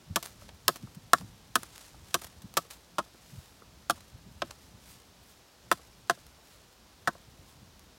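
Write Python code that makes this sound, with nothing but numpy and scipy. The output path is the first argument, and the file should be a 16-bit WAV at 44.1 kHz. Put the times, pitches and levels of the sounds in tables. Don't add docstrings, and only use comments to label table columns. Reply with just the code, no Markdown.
import sys
import numpy as np
from scipy import signal
from scipy.fft import rfft, irfft, next_fast_len
from scipy.io import wavfile
from scipy.ndimage import map_coordinates

SR = 44100
rng = np.random.default_rng(int(sys.argv[2]) if len(sys.argv) > 2 else 0)


def master_out(mix):
    frames = np.transpose(np.atleast_2d(mix))
    ceiling = np.clip(frames, -1, 1)
    pcm = np.round(ceiling * 32767).astype(np.int16)
    wavfile.write(sys.argv[1], SR, pcm)


N = 351902

# (time [s], pole body level [dB], knock level [dB], knock pitch [Hz], chatter share [0-1],
# bite level [dB], bite t60 [s], treble edge [Hz], time until the chip splits off [s], split level [dB])
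BLOWS = [(0.1589, -41.5, -31.5, 1200, 0.98, -15.5, 0.03, 10800, 0.0033, -31),
         (0.6803, -37, -27.5, 1070, 0.99, -4, .012, 13000, 0.0096, -29),
         (1.1329, -36, -17.5, 1400, 0.15, -8, 0.015, 10300, .004, -31),
         (1.555, -42, -25, 1340, 0.65, -12.5, 0.022, 15500, 0.0024, -26),
         (2.1424, -38.5, -30.5, 1160, 0.57, -11.5, 0.018, 10400, .007, -26.5),
         (2.5696, -36, -24.5, 1020, 0.79, -19.5, 0.042, 13400, 0.0024, -17.5),
         (2.9830, -37.5, -29.5, 1150, 0.62, -28.5, 0.045, 6800, 0.0056, -32),
         (3.8974, -36, -26.5, 1190, 0.6, -17, 0.015, 12000, 0.0075, -22.5),
         (4.419, -39, -39, 1520, .06, -20.5, 0.016, 2850, 0.0057, -53),
         (5.7142, -36.5, -22.5, 1215, 0.18, -19, 0.025, 12200, 0.0096, -24.5),
         (6.0968, -34, -26.5, 1530, 0.23, -19.5, 0.024, 9200, 0.01, -30.5),
         (7.0735, -35, -28.5, 1610, 0.68, -27.5, 0.039, 8000, 0.0047, -30.5)]
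# (frequency [Hz], relative level [dB], t60 before added damping [s])
POLE_MODES = [(174, -8, 0.1), (262, -11, .08), (338.3, -5.5, 0.057), (429.7, -10, 0.034), (535, -3, .03),
              (677.8, 0.5, 0.045), (741, -4.5, 0.022), (940, -13.5, .022), (1107.5, -3.5, 0.025),
              (1324, -2.5, 0.03), (1490, -6.5, 0.016), (1670, -2, 0.015), (1895, -9.5, 0.02),
              (2170, -18.5, 0.025), (2600, -10, 0.0051), (3580, -17, .012)]
# (time [s], level [dB], t60 [s], treble edge [Hz])
LARGE_CHIPS = [(.2265, -30, 0.031, 14000), (.242, -41, 0.22, 13000), (.490, -38.5, 0.023, 3450),
               (.7585, -36.5, 0.04, 15000), (.9465, -44.5, 0.027, 14100), (1.183, -36, 0.021, 7040),
               (1.6315, -24, 0.0092, 10900), (1.7753, -40.5, 0.033, 13100), (2.215, -42.5, 0.16, 13150),
               (2.2438, -32.5, 0.023, 14800), (2.268, -38.5, 0.017, 12100), (2.418, -48.5, 0.059, 14770),
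               (2.539, -40, 0.029, 15000), (2.703, -42.5, 0.19, 13000), (4.0063, -40.5, 0.012, 7940),
               (4.5073, -32, 0.02, 7000), (6.266, -42, .014, 15100), (7.7932, -44, .014, 15050)]
# (time [s], level [dB])
GRIP_SHIFTS = [(.42, -60), (.872, -62.5), (1.944, -63.5), (3.146, -64), (3.62, -59), (7.150, -59)]
# (time of peak [s], level [dB], length [s], pitch [Hz])
STRONG_FLAPS = [(.113, -37, .018, 110), (.838, -38.5, 0.014, 120), (.976, -42.5, 0.011, 140),
                (1.232, -42, 0.027, 125), (2.036, -49.5, 0.011, 106.4), (2.451, -41.5, 0.011, 130),
                (3.346, -46.5, 0.023, 130), (3.39, -40, 0.012, 78.3), (4.15, -46.5, 0.014, 87),
                (4.275, -47, 0.0093, 150), (4.75, -49.5, 0.0084, 110), (7.625, -51, 0.017, 115)]
# (time after the blow [s], level [dB], length [s], pitch [Hz])
STROKE_PUFFS = [(-.05, -60, .022, 109.7), (.024, -47, .014, 155)]
# (time [s], level [dB])
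FLUTTER_LEVEL = [(0, -55), (1, -54), (1.7, -56), (2.3, -53), (2.9, -67), (4.3, -52.5), (5.1, -65),
                 (6.9, -70.5), (7.3, -53), (7.98, -64.5)]
# (time of peak [s], level [dB], length [s], share of bright hiss from the bark [0-1])
BRUSHES = [(0.433, -63, 0.061, 0.23), (1.806, -55.5, 0.11, 0.07), (2.124, -59.5, 0.075, 0.12),
           (3.377, -60.5, 0.17, 0.57), (4.65, -66, 0.055, .3), (4.9, -56.5, 0.079, .4), (5.3, -62, .08, 1),
           (6.523, -62.5, .07, .5), (7.498, -62.5, 0.053, .7)]
# (frequency [Hz], relative level [dB per Hz])
FIBRE_SPECTRUM = [(300, -24.5), (1200, -5.5), (2200, -7.5), (3200, 1.5), (4400, -2), (5500, -2), (7500, -4),
                  (11000, -4), (16000, -6.5)]
LEAF_SPECTRUM = [(200, -6), (700, 0.5), (1200, 2), (2200, -2), (4000, 0.5), (7000, -0.5), (11000, -1),
                 (16000, -2.5)]
STIR_SPECTRUM = [(300, -3.5), (1500, 1.5), (4000, 2), (8000, 0.5), (12000, -4), (16000, -14.5)]
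AIR_SPECTRUM = [(20, -39.5), (33, -4.5), (55, 3.5), (120, -5), (200, -5.5), (350, -16.5), (800, -32.5),
                (2000, -71)]
FOLIAGE_SPECTRUM = [(100, -22), (250, -7), (500, -6.5), (900, -8), (1400, -11), (2200, -14.5),
                    (3800, -12.5), (5500, -13.5), (9000, -21.5), (14500, -24), (16000, -25)]
# (frequency [Hz], t60 [s])
THICKET_DECAY = [(150, .1), (1400, .12), (4500, .22), (15000, .22)]

AGE = np.arange(SR // 2) / SR
MID_S = AGE.mean()
LOW_HZ, TOP_HZ = 38.17, 16100
KNOCK_LAG_S = 0.0006
BODY_HZ = 672.7
THUD_HZ, THUD_DB, THUD_GROWS = 336.5, -40, 0.195
KNOCK_TOP, KNOCK_FALL_DB = 1.695, -13.5
GLANCING_DB, DAMPING_PER_DB = -36, 1.1
SPLIT_T60 = 0.028
USUAL_BITE_DB, SPRAY_GROWS = -16, 0.43
FLIGHT_S, FLIGHT_SPREAD = 0.057, 0.34
SPRAY_DB, SPRAY_SCATTER_DB, SPRAY_T60, SPRAY_EDGE_HZ = -53, 1.5, 0.048, 9800
SETTLE_S, SETTLE_DB, SETTLE_LENGTH_S = 0.099, -67.5, 0.13
REBOUND_S, REBOUND_DB = 0.078, -62
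FLUTTER_HZ, FLUTTER_LENGTH_S, FLUTTER_SCATTER_DB = 90.2, 0.017, 1
TICK_DB, TICK_SCATTER_DB, TICK_T60, TICK_EDGE_HZ = -58, 1.5, 0.05, 15000
RUMBLE_FOLLOWS = 0.23


def amp(db):
    return 10 ** (np.asarray(db) / 20)


def unit(x):
    return x / np.sqrt(np.mean(x ** 2) + 1e-20)


def along(points, hz):
    f, v = np.transpose(points)
    return np.interp(np.log(hz + 1), np.log(f + 1), v)


def curve(rows):
    return np.interp(np.arange(N) / SR, *np.transpose(rows))


def fade(t60):
    return np.exp(-np.log(1000) * AGE / t60)


def swell(length):
    return 1 / np.cosh(np.clip((AGE - MID_S) * np.pi / 2 / length, -20, 20))


def wobble(rate):
    points = rng.standard_normal(int(N * rate / SR) + 4)
    return map_coordinates(points, [np.arange(N) * rate / SR])


def scattered(count):
    return (np.arange(count) + rng.random(count)) * N / SR / count


def add(track, s, sound):
    start = round(s * SR)
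    sound = sound[max(-start, 0):N - start]
    track[max(start, 0):][:len(sound)] += sound


def colour(x, gain):
    size = 2 * next_fast_len(len(x) // 2 + 4096)
    log_gain = np.log(np.maximum(gain(np.fft.rfftfreq(size, 1 / SR)), 1e-6))
    cepstrum = irfft(log_gain)
    cepstrum[1:size // 2] *= 2
    cepstrum[size // 2 + 1:] = 0
    response = np.exp(rfft(cepstrum))
    return irfft(rfft(x, size) * response)[:len(x)]


def grains(size, spread_db):
    strength = amp(spread_db * rng.standard_normal(size))
    return unit(rng.standard_normal(size) * strength)


def rush(spectrum, spread_db):
    return unit(colour(grains(N, spread_db), lambda hz: amp(along(spectrum, hz))))


def crackles(events, spectrum, spread_db, rise):
    out = np.zeros(N)
    for s, db, t60, edge_hz in events:
        shape = fade(t60) * (1 - np.exp(-AGE / rise))
        burst = colour(grains(len(AGE), spread_db) * shape,
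                       lambda hz: amp(along(spectrum, hz)) / np.sqrt(1 + (hz / edge_hz) ** 4))
        add(out, s, amp(db) * burst * np.linalg.norm(shape) / np.linalg.norm(burst))
    return out


def throws():
    return [(s, SPRAY_GROWS * (bite_db - USUAL_BITE_DB)) for s, _, _, _, _, bite_db, *_ in BLOWS]


def background(foliage_db=-60.5, rumble_db=-61.0, gust_db=2.0):
    foliage = amp(foliage_db) * rush(FOLIAGE_SPECTRUM, spread_db=0.5)
    stir = curve(FLUTTER_LEVEL)
    air_db = rumble_db + RUMBLE_FOLLOWS * (stir - stir.mean()) + gust_db * wobble(rate=12)
    return foliage + amp(air_db) * rush(AIR_SPECTRUM, spread_db=0)


def rustles(idle_db=-74, clump_db=2.5):
    settling = [(s + SETTLE_S, SETTLE_DB + db, SETTLE_LENGTH_S, 0) for s, db in throws()]
    crackle_level = np.full(N, amp(idle_db))
    hiss_level = np.zeros(N)
    for s, db, length, share in BRUSHES + settling:
        hump = amp(db) * swell(length)
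        add(crackle_level, s - MID_S, np.sqrt(1 - share) * hump)
        add(hiss_level, s - MID_S, np.sqrt(share) * hump)
    clumps = unit(amp(clump_db * wobble(rate=150)) * rush(STIR_SPECTRUM, spread_db=8))
    slide = unit(amp(clump_db * wobble(rate=35)) * rush(LEAF_SPECTRUM, spread_db=3))
    return crackle_level * clumps + hiss_level * slide


def cloth_moves(count=48):
    strokes = [(s + after, db, length, hz) for s, *_ in BLOWS for after, db, length, hz in STROKE_PUFFS]
    flutter = []
    for s in scattered(count):
        db = np.interp(s, *np.transpose(FLUTTER_LEVEL)) + FLUTTER_SCATTER_DB * rng.standard_normal()
        flutter.append((s, db, FLUTTER_LENGTH_S, FLUTTER_HZ))
    return STRONG_FLAPS + strokes + flutter


def flaps(sag=0.27, ragged=2.1, width_octaves=0.93):
    out = np.zeros(N)
    for s, db, length, centre_hz in cloth_moves():
        shape = swell(length)
        pitch_hz = centre_hz * np.exp(-sag * np.tanh((AGE - MID_S) / length))
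        sway = np.sin(2 * np.pi * (np.cumsum(pitch_hz) / SR + rng.random()))

        def band(hz):
            octaves = np.log2((hz + 1) / centre_hz)
            return np.exp(-(octaves / width_octaves) ** 2) + amp(-63)

        air = colour(rng.standard_normal(len(AGE)), band)
        puff = shape * (unit(sway) + ragged * unit(air))
        add(out, s - MID_S, amp(db) * puff * np.linalg.norm(shape) / np.linalg.norm(puff))
    return out


def ticks(count=30):
    events = [(s, TICK_DB + TICK_SCATTER_DB * rng.standard_normal(), TICK_T60, TICK_EDGE_HZ)
              for s in scattered(count)]
    return crackles(events, LEAF_SPECTRUM, spread_db=4.5, rise=0.002)


def ring(force, strength, damping, rise_cycles=2.3, detune=0.03):
    t = AGE[:len(force)]
    hz, db, t60 = np.transpose(POLE_MODES)[..., None]
    hz = hz * np.exp(detune * rng.standard_normal(hz.shape))
    build_up = 1 - np.exp(-t * hz / rise_cycles)
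    decay = np.exp(-np.log(1000) * t * (1 / t60 + damping))
    tones = np.sin(2 * np.pi * (hz * t + rng.random(hz.shape)))
    modes = signal.fftconvolve(build_up * decay * tones, force[None], axes=1)[:, :len(t)]
    modes *= amp(db + along(strength, hz)) / np.linalg.norm(modes, axis=1, keepdims=True)
    sound = modes.sum(0)
    return sound * np.linalg.norm(modes) / np.linalg.norm(sound) * np.sqrt(0.03 * SR)


def knocks(cut_t60=0.041):
    out = np.zeros(N)
    for s, body_db, knock_db, knock_hz, chatter, *_ in BLOWS:
        force = (grains(len(AGE), spread_db=3) * fade(cut_t60))[:SR // 8]
        force *= np.sqrt(chatter) / np.linalg.norm(force)
        force[0] += np.sqrt(1 - chatter)
        hardness = max(knock_db - GLANCING_DB, 0)
        strength = [(THUD_HZ, THUD_DB + THUD_GROWS * hardness),
                    (BODY_HZ, body_db),
                    (knock_hz, knock_db),
                    (knock_hz * KNOCK_TOP, knock_db + KNOCK_FALL_DB)]
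        add(out, s + KNOCK_LAG_S, ring(force, strength, DAMPING_PER_DB * hardness))
    return out


def fibres():
    bursts = []
    for s, *_, bite_db, bite_t60, edge_hz, cut_s, split_db in BLOWS:
        bursts.append((s, bite_db, bite_t60, edge_hz))
        bursts.append((s + cut_s, split_db, SPLIT_T60, edge_hz))
    return crackles(bursts, FIBRE_SPECTRUM, spread_db=6, rise=0.00065)


def chips(count=3):
    spray = []
    for s, db in throws():
        for late, heavy in rng.standard_normal((count, 2)):
            landing = s + FLIGHT_S * np.exp(FLIGHT_SPREAD * late)
            spray.append((landing, SPRAY_DB + db + SPRAY_SCATTER_DB * heavy, SPRAY_T60, SPRAY_EDGE_HZ))
    return crackles(LARGE_CHIPS + spray, LEAF_SPECTRUM, spread_db=11.5, rise=0.00087)


def taps(grip=70, contact_t60=0.019):
    out = np.zeros(N)
    rebounds = [(s + REBOUND_S, REBOUND_DB + db) for s, db in throws()]
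    strength = [(300, -0.5), (720, -4.0), (1200, -1.5), (2000, -21.0)]
    for s, db in GRIP_SHIFTS + rebounds:
        force = (rng.standard_normal(len(AGE)) * fade(contact_t60))[:SR // 8]
        add(out, s, amp(db) * ring(force, strength, grip))
    return out


def outdoors(x, ground_delay=0.0085, ground_db=-9, soil_hz=1100, thicket_db=-21.0, leaf_hz=1800):
    out = x.copy()
    bounce = colour(x, lambda hz: 1 / np.sqrt(1 + (hz / soil_hz) ** 2))
    add(out, ground_delay, amp(ground_db) * bounce)
    starts = [0] + [round((row[0] - 0.02) * SR) for row in BLOWS[1:]] + [N]
    for a, b in zip(starts, starts[1:]):
        hz, t, z = signal.stft(rng.standard_normal(SR // 2), SR, nperseg=256)
        z = z * (hz / np.hypot(hz, leaf_hz))[:, None]
        decay = np.exp(-np.log(1000) * t / along(THICKET_DECAY, hz)[:, None])
        tail = signal.istft(z * decay, SR, nperseg=256)[1]
        add(out, a / SR, amp(thicket_db) * signal.fftconvolve(x[a:b], tail / np.linalg.norm(tail)))
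    return out


def scene():
    chopping = outdoors(knocks() + fibres() + chips() + taps())
    return (background() + rustles() + flaps() + ticks() + chopping)[None]


def record(dry):
    x = signal.sosfilt(signal.butter(2, LOW_HZ, "highpass", fs=SR, output="sos"), dry)
    hz = np.fft.rfftfreq(N, 1 / SR)
    band_limit = np.clip((TOP_HZ - hz) / 400 + 0.5, 0, 1)
    return irfft(rfft(x) * band_limit, N)


dry = scene()
out = record(dry)
master_out(out)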